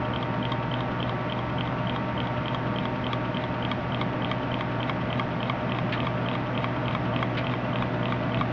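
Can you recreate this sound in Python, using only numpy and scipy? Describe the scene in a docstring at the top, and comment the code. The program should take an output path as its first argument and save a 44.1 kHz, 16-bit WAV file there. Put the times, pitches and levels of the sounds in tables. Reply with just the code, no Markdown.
"""From the start an air pump buzzes through its line and fans whirr over a steady rush of air.
The pump drives a small one-cylinder model engine on a wooden board at 3.4 turns a second. In each turn
the valve rubs back, chirps by stick-slip friction, ticks and rebounds; exhaust puffs out, and the rod
knocks in its bearings, each impact ringing damped modes. From 1.5 s a close microphone rises slowly
over the engine, and near 5.9 s and 7.4 s come two brief dry scrapes."""
import sys
import numpy as np
from scipy import signal
from scipy.fft import rfft, irfft
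from scipy.io import wavfile
from scipy.ndimage import uniform_filter1d

SR = 44100
rng = np.random.default_rng(int(sys.argv[2]) if len(sys.argv) > 2 else 0)


def file_out(sig):
    """Save sig as 16-bit WAV at sys.argv[1]."""
    # one column per channel
    cols = np.atleast_2d(sig).T
    # limit, then scale
    lim = np.clip(cols, -1, 1)
    pcm = np.round(lim * 32767).astype(np.int16)
    wavfile.write(sys.argv[1], SR, pcm)


N = 375732
TIME = np.arange(N) / SR
PUMP_HZ = 60.04  # stroke rate of the diaphragm

# once a turn the rod takes up its play: t/s, level/dB
ROD_KNOCKS = [(0.2272, -19), (0.519, -14.5), (0.8056, -19.5), (1.0938, -19), (1.3899, -22.5),
              (1.6743, -22.5), (1.9617, -19), (2.2713, -22.5), (2.546, -16.5), (2.854, -19),
              (3.1312, -14.5), (3.4386, -22), (3.7146, -14), (4.0129, -15.5), (4.3138, -14.5),
              (4.6085, -17.5), (4.8955, -15), (5.1956, -14.5), (5.4971, -14), (5.7863, -19.5), (6.068, -16),
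              (6.3515, -19.5), (6.6427, -16), (6.9497, -16), (7.227, -14), (7.5372, -19), (7.8234, -17.5),
              (8.1229, -17), (8.4108, -14)]
# low modes of the frame: f/Hz, level/dB, t60/s
THUD_MODES = [(1134, 3, 0.026), (1050, -17, 0.012), (1354, -11.5, 0.0093)]
# the top of the valve gear comes into view: t/s, level/dB
GEAR_VIEW = [(0, -6), (2.7, -4.5), (4.5, -2), (6, 1.5), (8.5, 3)]


def amp(db):
    """Amplitude ratio of a level in decibels."""
    return 10 ** (np.asarray(db) / 20)


def unit_rms(x):
    """Normalisation to rms 1."""
    return x / np.sqrt(np.mean(x ** 2) + 1e-20)


def curve(rows, column=1):
    """Linear interpolation of a table column in time."""
    columns = np.transpose(rows)
    return np.interp(TIME, columns[0], columns[column])


def add(mix, s, sound):
    """Superposition of a sound on the mix, starting at s seconds."""
    part = mix[max(round(s * SR), 0):][:len(sound)]
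    part += sound[:len(part)]


def noise(spectrum):
    """Spectral shaping of white noise, at rms 1."""
    hz, db = np.transpose(spectrum)
    gain = amp(np.interp(np.log(np.fft.rfftfreq(N, 1 / SR) + 1), np.log(hz), db))
    return unit_rms(irfft(rfft(rng.standard_normal(N)) * gain, N))


def drift(hz):
    """Low-pass random fluctuation of rms 1."""
    steps = np.arange(0, N / SR + 1, 1 / (2 * hz))
    wander = np.interp(TIME, steps, rng.standard_normal(len(steps)))
    return unit_rms(uniform_filter1d(wander, int(SR / hz / 4)))


def height():
    """Position of the microphone as it rises through the room's standing waves, from -.5 to .5."""
    return np.clip((TIME - 1.5) / 6.9, 0, 1) - .5


def valve_times(lead_s=.0669, slow_turn_share=.125):
    """Phase lead: the valve ticks about a quarter turn before each knock, earlier in a slow turn."""
    knock_s = np.transpose(ROD_KNOCKS)[0]
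    turn_s = np.diff(knock_s)
    return knock_s - lead_s - slow_turn_share * np.r_[0, turn_s - turn_s.mean()]


def crank():
    """Phase of the crank in turns, whole at each valve tick."""
    ticks = valve_times()
    ticks = np.r_[2 * ticks[0] - ticks[1], ticks, 2 * ticks[-1] - ticks[-2]]
    return np.interp(TIME, ticks, np.arange(len(ticks)))


def pump(turns, bend_rad=1.39, waver_rad=0.11, throb=0.65, waver_db=0.78):
    """Modulation: through the air line, piston and valve swell and bend the diaphragm's harmonics."""
    # pump buzz: harmonic number, level/dB, swing with the crank (0-1), gain over the rise/dB
    harmonics = [(1, -50.5, 0, 0), (2, -34, 0.2, 1.5), (3, -46, 0.1, 6), (4, -41.5, 0.99, 3.5),
                 (5, -47.5, 0.8, -0.5), (6, -48.5, 0.8, 2), (8, -49, 0.92, 3.5), (9, -63.5, 0.96, 8),
                 (10, -45.5, 0.9, 2), (11, -46, 0.6, 10), (12, -59, 0, 6.5), (13, -50, 1, -1.5),
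                 (15, -50, 0.7, 0.5), (17, -59.5, 0.2, -13), (19, -47, 0.5, -4), (20, -50.5, 1, 2.57),
                 (21, -59, 0.3, -3), (22, -50.5, 0.8, -3), (23, -58, 0.97, -2.5), (24, -52.5, 1, 1.5),
                 (25, -56.5, 0.6, -7.5)]
    highest = round(harmonics[-1][0])
    fading_top = [(highest + k + 1, -58.5 - 0.4 * k, .8, 0) for k in range(20)]
    out, rise = np.zeros(N), height()
    unsteady = waver_rad * drift(hz=5)
    for order, db, swing, rise_db in harmonics + fading_top:
        start, place, lag = rng.random(3)
        angle = 2 * np.pi * (turns + place)
        phase = 2 * np.pi * (round(order) * PUMP_HZ * TIME + start)
        phase += swing * (bend_rad * np.sin(angle + 2 * (lag - .5)) + unsteady)
        swell = 1 + throb * swing * np.cos(angle)
        out += amp(db + rise_db * rise) * unit_rms(swell * np.sin(phase))
    return out * amp(waver_db * drift(hz=5))


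def fans(waver_db=1, wander_rad=0.45):
    """Tonal noise of fans in the room, with slow random modulation of phase and level."""
    # fan tones: f/Hz, level/dB, gain over the rise/dB
    tones = [(134.1, -44.5, 2), (253.07, -41.5, 1), (307.6, -49.5, 1), (406, -59, -1), (614.6, -43, 0.5),
             (922.5, -43.5, -4), (1980, -54, 1)]
    out = np.zeros(N)
    for hz, db, rise_db in tones:
        phase = 2 * np.pi * (hz * TIME + rng.random()) + wander_rad * drift(hz=1.5)
        out += amp(db + rise_db * height() + waver_db * drift(hz=2)) * unit_rms(np.sin(phase))
    return out


def air(turns, rumble_db=-34.1, rush_db=-35, flutter_depth=0.16):
    """Modulated noise: the board rumbles with each turn, the air flutters with both pump strokes."""
    # spectral densities of the low rumble, the rush of air and its treble edge: f/Hz, level/dB
    rumble_spectrum = [(15, -38.5), (35, -13.5), (52, -19), (77, 2), (95, -9), (135, 4.5), (200, 6.5),
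                       (245, -3.5), (290, 4.5), (325, -5), (360, -1.5), (420, -16.5), (700, -69.5)]
    rush_spectrum = [(200, -6), (400, -1), (620, 3.5), (900, 0), (1180, -3.5), (1400, -4), (2000, -8),
                     (2700, -11.5), (3350, -16), (4100, -24.5), (5500, -32), (6500, -42), (7500, -57.5)]
    rush_edge = [(8600, -75), (10000, -100)]
    roll_db = 0.4 * np.cos(2 * np.pi * (turns - 0.902))
    rumble = noise(rumble_spectrum) * amp(rumble_db + 0.8 * height() + roll_db)
    rush = noise(rush_spectrum + rush_edge) * amp(rush_db + 0.9 * height())
    flutter = 1 + flutter_depth * np.sin(2 * np.pi * 2 * PUMP_HZ * TIME)
    return rumble + rush * flutter


def scuff(turns, db=-39, centre_turns=0.6267, width_turns=0.023):
    """Sliding friction: a faint rub as the valve moves back."""
    # spectrum of the rub: f/Hz, level/dB
    spectrum = [(500, -24.5), (1150, 6), (2000, -11), (2750, -2), (3120, 0), (3600, -13), (6000, -31),
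                (8000, -55), (15000, -72)]
    swell = np.exp(-((turns % 1 - centre_turns) / width_turns) ** 2)
    return amp(db) * noise(spectrum) * swell


def chirp(hz=3110, length_s=0.00724, glide=0.037, rough_rad=0.14):
    """Stick-slip friction: the sliding valve gives a short, slightly falling squeak."""
    progress = np.linspace(0, 1, int(length_s * SR))
    pitch = hz * (1 + 0.0034 * rng.standard_normal() + glide * (.5 - progress))
    jitter = rng.standard_normal(len(progress))
    slip = unit_rms(signal.fftconvolve(jitter, signal.windows.hann(SR // 800), "same"))
    envelope = unit_rms(np.sin(np.pi * progress ** 1.3) ** 2)
    return envelope * np.sin(2 * np.pi * np.cumsum(pitch) / SR + rough_rad * slip)


def unit_blow(sound):
    """Normalisation to the energy of 10 ms at rms 1."""
    return sound / np.linalg.norm(sound) * np.sqrt(SR / 100)


def strike(partials, contact_s, chatter, tune=1, give_s=0.00033, spread=.006):
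    """Impulse response: a blow with a brief chatter of contact excites damped sinusoids."""
    t = np.arange(SR // 20) / SR
    ring = np.zeros(len(t))
    for k, (hz, db, t60) in enumerate(partials):
        pitch = hz * tune * (1 + spread * rng.standard_normal())
        polarity = (-1) ** k  # neighbouring partials swing in opposition
        ring += polarity * amp(db - 60 * t / t60) * np.sin(2 * np.pi * pitch * t)
    ring *= (1 - np.exp(-t / give_s)) ** 3  # the metal gives before it rings
    force = rng.standard_normal(len(t)) * (t / contact_s) * np.exp(-2 * t / contact_s)
    force *= chatter / np.linalg.norm(force)
    force[0] += 1
    return unit_blow(signal.fftconvolve(force, ring)[:len(t)])


def valve(chirp_lead_s=.0268, rebound_lag_s=0.028):
    """Friction, then impact: the valve chirps, ticks evenly and rebounds, more clearly from above."""
    # ringing modes of the valve tick, and faint thin tones above 8 kHz that sound with each tick: f/Hz,
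    # level/dB, t60/s
    tick_partials = [(3155, 8.5, 0.011), (3430, -11.5, 0.0093), (3700, -18.5, .010), (4900, -36, .007),
                     (7250, -36.5, .009), (8950, -39.5, .008), (12400, -44, .007), (14500, -45.5, .007)]
    # modes of the top of the valve gear: f/Hz, level/dB, t60/s
    top_modes = [(1770, -8, .006), (2120, -2.5, 0.0044), (2584, 6.5, 0.0099), (2940, 0.5, 0.0051),
                 (3700, -7.5, 0.013)]
    out, times = np.zeros(N), valve_times()
    top_db, rise = curve(GEAR_VIEW), height()
    for s, scatter in zip(times, rng.standard_normal(len(times))):
        now = int(s * SR)
        top = amp(top_db[now])
        balance = np.hypot(1, top)  # holds the tick's energy as its timbre shifts
        add(out, s - chirp_lead_s, amp(-32 - rise[now]) * chirp() / balance)
        tick = strike(tick_partials, contact_s=0.00044, chatter=0.28)
        tick += top * strike(top_modes, contact_s=0.0002, chatter=0.29)
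        add(out, s, amp(-32) * tick / balance)
        rebound = strike(tick_partials, contact_s=.001, chatter=0.92)
        rebound += strike(top_modes, contact_s=0.00092, chatter=.7)
        add(out, s + rebound_lag_s, amp(-48.5 + 14 * rise[now] + 3 * scatter) * rebound)
        # the frame answers each of the three with a soft thud
        for lag in (-chirp_lead_s, 0, rebound_lag_s):
            add(out, s + lag, top * amp(-39) * strike(THUD_MODES, contact_s=0.0015, chatter=.5))
    return out


def exhaust(turns, centre_turns=0.1753, width_turns=0.0417):
    """Flow noise: spent air hisses out once a turn."""
    # spectrum of the puff: f/Hz, level/dB
    spectrum = [(1500, -5.5), (2400, 0.5), (3200, -2.5), (3550, -3), (3850, 0), (4100, -14), (6000, -30),
                (7250, -34), (7900, -49.5), (15000, -62.5)]
    swell = np.exp(-((turns % 1 - centre_turns) / width_turns) ** 2)
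    return amp(-43 + curve(GEAR_VIEW) / 2) * noise(spectrum) * swell


def knock(modes, tune, bounce_db=-5, bounce_lag_s=0.002407):
    """Elastic rebound: a blow and its bounce excite the same modes."""
    sound = strike(modes, contact_s=0.0015, chatter=0.67, tune=tune)
    lag = bounce_lag_s * rng.uniform(.8, 1.2)
    add(sound, lag, amp(bounce_db) * strike(modes, contact_s=0.00073, chatter=0.99, tune=tune))
    return unit_blow(sound)


def rod(snap_hardness=0.37):
    """Impact across a clearance: the rod knocks in its bearings, slowly rising in pitch."""
    # sharp snap of the knock, plus a very faint sizzle above 8 kHz: f/Hz, level/dB, t60/s
    snap_partials = [(4500, 5.5, 0.0047), (5327, -4, 0.0044), (6300, -13, 0.011), (7000, -23, 0.0073),
                     (8720, -30, .008), (10600, -30, .005), (12400, -31.5, .006), (14300, -30.5, .006)]
    # middle and high modes of the frame: f/Hz, level/dB, t60/s
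    clack_modes = [(1890, -10.5, 0.0083), (2086, 8.5, 0.013), (2320, -3, 0.0065), (2600, -12, .007)]
    ring_modes = [(3222, 5, 0.012), (3650, -4.5, 0.0082), (3925, -15.5, 0.0031)]
    # transfer from frame to microphone: t/s, thud level/dB, clack level/dB, ring level/dB
    transfer = [(0, -15.5, -25, -18), (2.1, -12, -29, -19.5), (3.4, -14.5, -20, -18),
                (5.5, -12.5, -16, -21), (8.5, -10, -20, -24)]
    thud, clack, ring = np.zeros((3, N))
    mean_db = np.mean(np.transpose(ROD_KNOCKS)[1])
    for s, db in ROD_KNOCKS:
        progress = s / TIME[-1]
        snap = amp(db - 19 + snap_hardness * (db - mean_db))  # a harder knock is brighter
        # the knock snaps first and again as it bounces; the heavier parts ring on
        add(ring, s, snap * strike(snap_partials, contact_s=0.00076, chatter=0.36, give_s=.0001))
        bounce = strike(snap_partials, contact_s=.002, chatter=1.5, give_s=.0001)
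        add(ring, s + 0.0021, snap * amp(-8) * bounce)
        add(ring, s, amp(db) * knock(ring_modes, tune=1 + .015 * progress))
        add(clack, s + .0001, -amp(db) * knock(clack_modes, tune=1 + .1 * progress))
        add(thud, s + .0002, amp(db) * knock(THUD_MODES, tune=1 + .04 * progress))
    return sum(part * amp(curve(transfer, k)) for k, part in enumerate((thud, clack, ring), start=1))


def scrapes():
    """Friction noise: gritty rubs that start quickly and die away."""
    # dry scrapes: t/s, duration/s, level/dB
    rubs = [(5.921, 0.0426, -22.5), (7.369, 0.044, -24.5)]
    # their spectrum: f/Hz, level/dB
    spectrum = [(700, -23), (1600, 1), (2200, 4), (3200, -1.5), (4200, -9), (6000, -32), (7500, -42),
                (9000, -55), (15000, -60)]
    swell = np.zeros(N)
    for s, length_s, db in rubs:
        age = np.maximum(TIME - s, 0) / length_s * 5
        swell += amp(db) * age * np.exp(1 - age)
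    return swell * noise(spectrum) * amp(2.5 * drift(hz=500) - 6)


def room(x, t60=0.12, wet_db=-12, backdrop_s=0.0076, backdrop_db=-21, echoes_per_s=2000):
    """Reflection: an echo from the backdrop and the sparse reverberation of a small room."""
    t = np.arange(SR // 3) / SR
    signs = rng.choice([-1., 1.], len(t))
    arrivals = (rng.random(len(t)) < echoes_per_s / SR) * (t > .004)
    taps = signs * arrivals * amp(-60 * t / t60)
    taps *= amp(wet_db) / np.linalg.norm(taps)
    taps[round(backdrop_s * SR)] += amp(backdrop_db)
    return x + signal.fftconvolve(x, taps)[:N]


def scene():
    """Superposition of the engine and its reflections on the pump, fans and air."""
    turns = crank()
    engine = valve() + rod() + scrapes() + exhaust(turns) + scuff(turns)
    return (room(engine) + pump(turns) + fans() + air(turns))[None]


def record(dry, hiss_db=-91, cutoff_hz=15700):
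    """Noise floor and band limit: faint white hiss, then a low-pass filter."""
    hissy = dry + amp(hiss_db) * rng.standard_normal(N)
    lowpass = signal.firwin(511, cutoff_hz, window=("kaiser", 9), fs=SR)
    return signal.oaconvolve(hissy, lowpass[None], "same")


dry = scene()
out = record(dry)
file_out(out)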